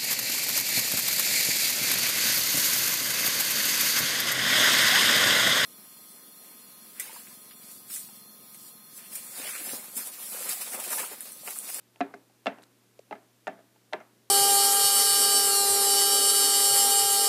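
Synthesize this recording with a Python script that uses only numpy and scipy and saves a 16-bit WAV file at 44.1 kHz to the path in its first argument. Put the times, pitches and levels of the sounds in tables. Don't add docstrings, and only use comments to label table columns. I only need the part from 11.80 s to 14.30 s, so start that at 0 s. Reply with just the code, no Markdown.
import sys
import numpy as np
from scipy import signal
from scipy.fft import rfft, irfft
from scipy.io import wavfile

SR = 44100
rng = np.random.default_rng(int(sys.argv[2]) if len(sys.argv) > 2 else 0)


def amplitude_ratio(level_db):
    exponent = np.asarray(level_db, float) / 20
    return 10 ** exponent


def inscribe(sig):
    pcm = np.round(np.clip(np.atleast_2d(sig).T, -1, 1) * 32767)
    wavfile.write(sys.argv[1], SR, pcm.astype(np.int16))


N = 110250


def rms_one(x):
    return x / np.sqrt(np.mean(x ** 2) + 1e-20)


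def drift(rate_hz):
    knots = rng.standard_normal(int(N / SR * 40) + 3)
    return np.interp(np.arange(N) / SR * rate_hz, np.arange(len(knots)), knots)


# pitch_hz [Hz], level_db [dB rms]
HUM_PARTIALS = [(120, -73), (180, -87), (240, -84), (300, -84), (360, -85)]


def hum():
    wobble_db = 1.2
    t = np.arange(N) / SR
    out = np.zeros(N)
    for k, (pitch_hz, level_db) in enumerate(HUM_PARTIALS):
        level = amplitude_ratio(level_db + wobble_db * (k + 0.3) * drift(9.0))
        out += np.sqrt(2) * level * np.sin(2 * np.pi * (pitch_hz * t + rng.random()))
    return out


# pitch_hz [Hz], level_db [dB per Hz]
AIR_COLOUR = [(25, -38), (85, -13.5), (110, -25), (190, 1), (400, -0.5), (600, -7), (1000, -10),
              (15300, -17)]


def air():
    level_db, patchy_db, split_hz = -65.5, 1.0, 600
    hz = np.fft.rfftfreq(N, 1 / SR) + 1
    points_hz, points_db = np.transpose(AIR_COLOUR)
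    colour = amplitude_ratio(np.interp(np.log(hz), np.log(points_hz), points_db))
    noise = rfft(rng.standard_normal(N)) * colour
    low = 1 / (1 + (hz / split_hz) ** 4)
    rumble = irfft(noise * low, N) * amplitude_ratio(patchy_db * drift(6.42))
    hiss = irfft(noise * (1 - low), N)
    return amplitude_ratio(level_db) * rms_one(rumble + hiss)


def train(start_s, gains):
    out = np.zeros(N) + 1e-18
    at = (np.asarray(start_s) * SR).astype(int)
    np.add.at(out, np.clip(at, 0, N - 1), gains)
    return out


def ring(clicks, pitch_hz, t60_s):
    r = amplitude_ratio(-60 / (t60_s * SR))
    w = 2 * np.pi * pitch_hz / SR
    return signal.lfilter([0, np.sin(w)], [1, -2 * r * np.cos(w), r * r], clicks)


def radiated(x, pitch_hz):
    band = [0.57 * pitch_hz, min(4.45 * pitch_hz, 0.45 * SR)]
    return signal.lfilter(*signal.butter(2, band, "band", fs=SR), x)


def struck(modes, start_s, level_db):
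    scatter_db, place_swing_db, walk_turns_per_s = 3.5, 1, 0.48
    contact_s, chatter_db, body_db = 0.005, -12, -9.5
    linger_db, linger_times, linger_detune = -25.5, 3.4, 1.013
    out = np.zeros(N)
    luck = rng.standard_normal((30, 20))
    first, second = start_s + contact_s * rng.random((30, 2))[:len(start_s)].T
    for k, (pitch_hz, mode_db, t60_s, belly) in enumerate(modes):
        place_db = place_swing_db * np.cos(2 * np.pi * (walk_turns_per_s * start_s - belly))
        gain = -amplitude_ratio(level_db + mode_db + place_db + scatter_db * luck[:len(start_s), k])
        chatter = train(first, gain) - train(second, gain)
        clicks = train(start_s, gain) + amplitude_ratio(chatter_db) * chatter
        main = ring(clicks, pitch_hz, t60_s)
        linger = ring(clicks, pitch_hz * linger_detune, t60_s * linger_times)
        out += radiated(main + amplitude_ratio(linger_db) * linger, pitch_hz)
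    return amplitude_ratio(body_db) * out


def snap(start_s, level_db):
    low_hz, top_hz, decay_s = 3630, 8030, 0.0025
    shape = signal.lfilter([1], [1, -np.exp(-1 / (decay_s * SR))], train(start_s, amplitude_ratio(level_db)))
    band = signal.butter(2, [low_hz, top_hz], "band", fs=SR, output="sos")
    return signal.sosfilt(band, shape * rng.standard_normal(N))


# start_s [s], knock_db [dB peak],
# deep_db, shell_db, snap_db [dB relative to the knock]
FOOTFALLS = [(0.1584, -55.5, -26, -7, -7), (0.2056, -23.5, 0, -8, -20.5), (0.2110, -35.5, -21, 8, -31),
             (0.3388, -41, 2, -1.5, -25), (0.3428, -58, 19, 1, 9), (0.498, -61.5, -3, -8, -7),
             (0.6590, -28.5, 1, 0.5, -15), (0.6670, -24.5, -9.5, 0, -22.5), (0.6785, -27, -7, -5, -23),
             (0.7850, -45, 3.5, -6.5, -11.5), (1.3104, -35, -17, -3.5, -28), (1.3248, -33, -24, -9, -28.5),
             (1.3536, -55, 11, 9, -12), (1.6701, -32.5, -11, -7, -7.5), (1.6768, -29, -1, -2, -13),
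             (1.7760, -52, -24, -9, -25), (1.7900, -52.5, 6, -6, -25), (1.9600, -64, -11.5, 1.5, -30),
             (2.1264, -30.5, -22, -8, -19), (2.1330, -27.5, -6, 2, -37.5), (2.2030, -52, -13.5, 6.5, -17),
             (2.2120, -57.5, -18, 8, -22)]
# pitch_hz [Hz], level_db [dB], t60_s [s], belly [turns along the walk]
DEEP_MODES = [(194, -20, 0.54, 0.49), (276, -4.5, 0.19, 0.049), (318, -10.5, 0.24, 0.41),
              (393, -3.5, 0.21, 0.69), (417, -29, 0.0336, 0.056), (491, -15, 0.14, 0.2)]
# pitch_hz [Hz], level_db [dB], t60_s [s], belly [turns along the walk]
KNOCK_MODES = [(560, -41, 0.0095, 0.13), (625, -2.5, 0.12, 0.6), (686.5, 5, 0.074, 0.77),
               (765, 0.5, 0.045, 0.73), (883.6, -8, 0.11, 0.167), (990, -15, 0.093, 0.54),
               (1160, -15, 0.087, 0.14)]
# pitch_hz [Hz], level_db [dB], t60_s [s], belly [turns along the walk]
SHELL_MODES = [(1196, -4, 0.094, 0.66), (1363, -1, 0.046, 0.11), (1380, -2, 0.022, 0.99),
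               (1560, 0.5, 0.045, 0.84), (1706, -4.5, 0.087, 1), (2010, -9, 0.055, 0.96),
               (2110, -1.5, 0.042, 0.11), (2250, -16.5, 0.11, 0.1), (2435, -10, 0.1, 1),
               (2667, -7.5, 0.086, 0.46), (2760, -17, 0.0237, 0.2), (3100, -26, 0.066, 0.089),
               (3900, -12.5, 0.037, 0.95), (4700, -47.5, 0.0015, 0.28)]


def steps():
    deep_delay_s = 0.0017
    start_s, knock_db, deep_db, shell_db, snap_db = np.transpose(FOOTFALLS)
    deep = struck(DEEP_MODES, start_s + deep_delay_s, knock_db + deep_db)
    knock = struck(KNOCK_MODES, start_s, knock_db)
    shell = struck(SHELL_MODES, start_s, knock_db + shell_db)
    return deep + knock + shell + snap(start_s, knock_db + snap_db)


def stand_shake():
    level_db, pitch_hz, t60_s, power = -16.5, 44.6, 0.046, 1.8
    start_s, knock_db = np.transpose(FOOTFALLS)[:2]
    return amplitude_ratio(level_db) * ring(train(start_s, amplitude_ratio(power * knock_db)), pitch_hz, t60_s)


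# pitch_hz [Hz], t60_s [s], level_db [dB relative to the touch]
ROOM_BANDS = [(185, 0.21, -14), (278, 0.95, -36.5), (490, 0.21, -18), (712, 0.39, -22.5), (1210, 0.49, -29),
              (1780, 0.33, -24.5), (2920, 0.23, -31), (4850, 0.12, -36.5)]


def room():
    gap_s, shell_share, shell_from_hz = 0.00094, 0.35, 1000
    start_s, knock_db, _, shell_db, _ = np.transpose(FOOTFALLS)
    out = np.zeros(N)
    rise = np.exp(-1 / (gap_s * SR))
    for pitch_hz, t60_s, level_db in ROOM_BANDS:
        touch_db = knock_db + level_db + shell_share * shell_db * (pitch_hz > shell_from_hz)
        energy = train(start_s, amplitude_ratio(2 * touch_db))
        energy = signal.lfilter([1], [1, -amplitude_ratio(-120 / (t60_s * SR))], energy)
        energy = signal.lfilter([1 - rise], [1, -rise], energy)
        band = signal.butter(2, [pitch_hz / 1.26, pitch_hz * 1.26], "band", fs=SR, output="sos")
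        out += np.sqrt(energy) * rms_one(signal.sosfilt(band, rng.standard_normal(N)))
    return out


def landed(start_s):
    feet_s = np.array(FOOTFALLS)[:, 0]
    near_s = feet_s[np.argmin(np.abs(feet_s - start_s))]
    return near_s if start_s < near_s < start_s + 0.003 else start_s


def clear_ring(start_s, level_db, pitch_hz, t60_s):
    clicks = train(landed(start_s), amplitude_ratio(level_db))
    return radiated(ring(clicks, pitch_hz, t60_s), pitch_hz)


# start_s [s], level_db [dB peak], pitch_hz
# [Hz], t60_s [s]
LANDING_RINGS = [(0.2060, -21, 724, 0.061), (0.2075, -28, 276, 0.13), (0.2115, -23.5, 707, 0.087),
                 (0.2120, -39, 410.7, 0.26), (0.3400, -44, 400, 0.157), (0.3430, -39.5, 704, 0.062),
                 (0.6592, -21.5, 690, 0.0092), (0.6680, -22, 690, 0.088), (0.6680, -36, 276, 0.11),
                 (0.6680, -33.5, 423, 0.14), (0.6680, -34, 563, 0.03), (0.6680, -19.5, 1350, 0.028),
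                 (1.3105, -29.5, 814, 0.033), (1.3110, -42, 651, 0.23), (1.3120, -40.5, 419.4, 0.19),
                 (1.3259, -26.5, 836, 0.0426), (1.3270, -41, 1720, 0.046), (1.3269, -36, 1280, 0.04),
                 (1.6702, -48, 697, 0.0124), (1.6704, -35, 625, 0.11), (1.6704, -30, 1380, 0.025),
                 (1.6775, -26.5, 765, 0.067), (1.6780, -47, 670, 0.4), (1.6800, -39, 185, 0.23),
                 (1.6780, -51.5, 1840, 0.085), (2.1330, -37.5, 625, 0.076), (2.1335, -36, 428, 0.0815),
                 (2.1340, -33.5, 765, 0.072), (2.1335, -45.5, 1560, 0.19), (2.1335, -44.5, 947, 0.23),
                 (2.1340, -37.5, 2040, 0.061), (2.2090, -40, 634, 0.04),
                 (0.1590, -56, 3700, .005), (0.4970, -57, 800, 0.0206), (0.4970, -62.5, 2640, .01),
                (1.9600, -56, 860, .04), (0.2060, -29, 850, 0.041), (0.2060, -38, 1090, 0.028),
                (0.2113, -31, 2000, 0.029), (0.21, -32, 2560, 0.023), (0.21, -43.5, 3700, .025),
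                (0.2113, -41.5, 2500, 0.023), (0.2060, -44, 3970, .01), (0.3390, -45.5, 1100, .03),
                (0.3390, -49.5, 2670, 0.019), (0.21, -36, 1340, 0.094), (0.6592, -33, 4160, 0.0068),
                (0.67, -26, 880, 0.03), (0.67, -28.5, 3500, 0.025), (0.6668, -38, 4900, 0.012),
                (0.6700, -40.5, 4360, 0.022), (0.6680, -29, 1238, 0.032), (0.6668, -44, 4000, .015),
                (0.6680, -26, 2199, 0.029), (0.6680, -32, 542, 0.071), (0.723, -48, 3000, .012),
                (0.7851, -48, 660, 0.017), (0.7851, -50.5, 2900, .01), (1.3106, -42, 296.7, 0.13),
                (1.3104, -43, 2660, 0.0078), (1.3106, -48, 1500, .015), (1.3270, -42.5, 2110, 0.0325),
                (1.3270, -46, 2950, 0.017), (1.6702, -38, 2460, 0.022), (1.6700, -35, 1850, 0.039),
                (1.6776, -45, 3600, 0.0184), (1.6776, -49.5, 3650, .02), (1.6702, -28, 870, 0.029),
                (2.1265, -44, 670, 0.0069), (2.1335, -31, 2150, 0.0167), (2.1338, -37, 360, 0.15),
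                (2.1331, -39, 1040, 0.111), (2.1347, -40.5, 1400, 0.066), (2.1334, -38.5, 3240, 0.033),
                (2.134, -50, 4600, 0.014), (2.1345, -42.5, 4000, 0.031), (2.1335, -36, 930, 0.082),
                (2.1332, -33.5, 1770, 0.014), (2.204, -53, 6000, .005)]


def clear_rings():
    return -sum(clear_ring(*event) for event in LANDING_RINGS)


# start_s [s], level_db [dB peak], pitch_hz [Hz], t60_s [s], snap_db [dB]
LOOSE_TICKS = [(0.16, -41.5, 2720, 0.0039, -68), (0.3400, -31, 1515, 0.012, -65.5),
               (0.3435, -51, 4850, 0.0048, -65), (0.6679, -19.5, 2730, 0.022, -44),
               (0.6683, -31, 1454, 0.0125, -47), (0.8217, -47, 3900, .006, -59),
               (0.8258, -47, 8730, 0.0031, -63.5), (0.8308, -49, 11160, 0.0039, -61),
               (0.8325, -40, 1710, 0.0035, -51), (0.8366, -38.5, 3900, 0.0016, -47.5),
               (1.1917, -48.5, 4700, 0.004, -49), (1.1913, -44, 2580, 0.0046, -75),
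               (1.3270, -35.5, 2055, 0.033, -55), (1.6700, -32, 2670, 0.0083, -63),
               (1.6764, -33, 1755, 0.073, -44), (2.1330, -21.5, 3600, 0.0047, -62),
               (2.1336, -33, 1630, 0.016, -41)]


def ticks():
    soft_edge = 1.47
    rings = np.zeros(N)
    for start_s, level_db, pitch_hz, t60_s, _ in LOOSE_TICKS:
        dull = signal.butter(2, min(soft_edge * pitch_hz, 0.45 * SR), fs=SR)
        rings += signal.lfilter(*dull, clear_ring(start_s, level_db, pitch_hz, t60_s))
    columns = np.transpose(LOOSE_TICKS)
    return snap(columns[0], columns[4]) - rings


# start_s [s], level_db [dB peak], pitch_hz [Hz], length_s [s]
FINGER_POP = [
    (1.1921, -38, 540, .0048),
]


def pop():
    start_s, level_db, pitch_hz, length_s = FINGER_POP[0]
    t = np.clip(np.arange(N) / SR - start_s, 0, length_s)
    swell = np.sqrt(np.abs(np.sin(np.pi * t / length_s)))
    return amplitude_ratio(level_db) * swell * np.sin(2 * np.pi * pitch_hz * t)


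def scene():
    heard = steps() + room() + clear_rings() + ticks() + pop()
    bass_cut = signal.butter(7, 210.4, "high", fs=SR, output="sos")
    heard = signal.sosfilt(bass_cut, heard)
    return (hum() + air() + heard + stand_shake())[None, :]


def band_limit(x):
    return signal.sosfilt(signal.butter(12, 16190, fs=SR, output="sos"), x)


def record(dry):
    top_cut = signal.cheby2(12, 60, 15900, fs=SR, output="sos")
    mix = signal.sosfilt(top_cut, dry)
    return band_limit(mix)


dry = scene()
out = record(dry)
inscribe(out)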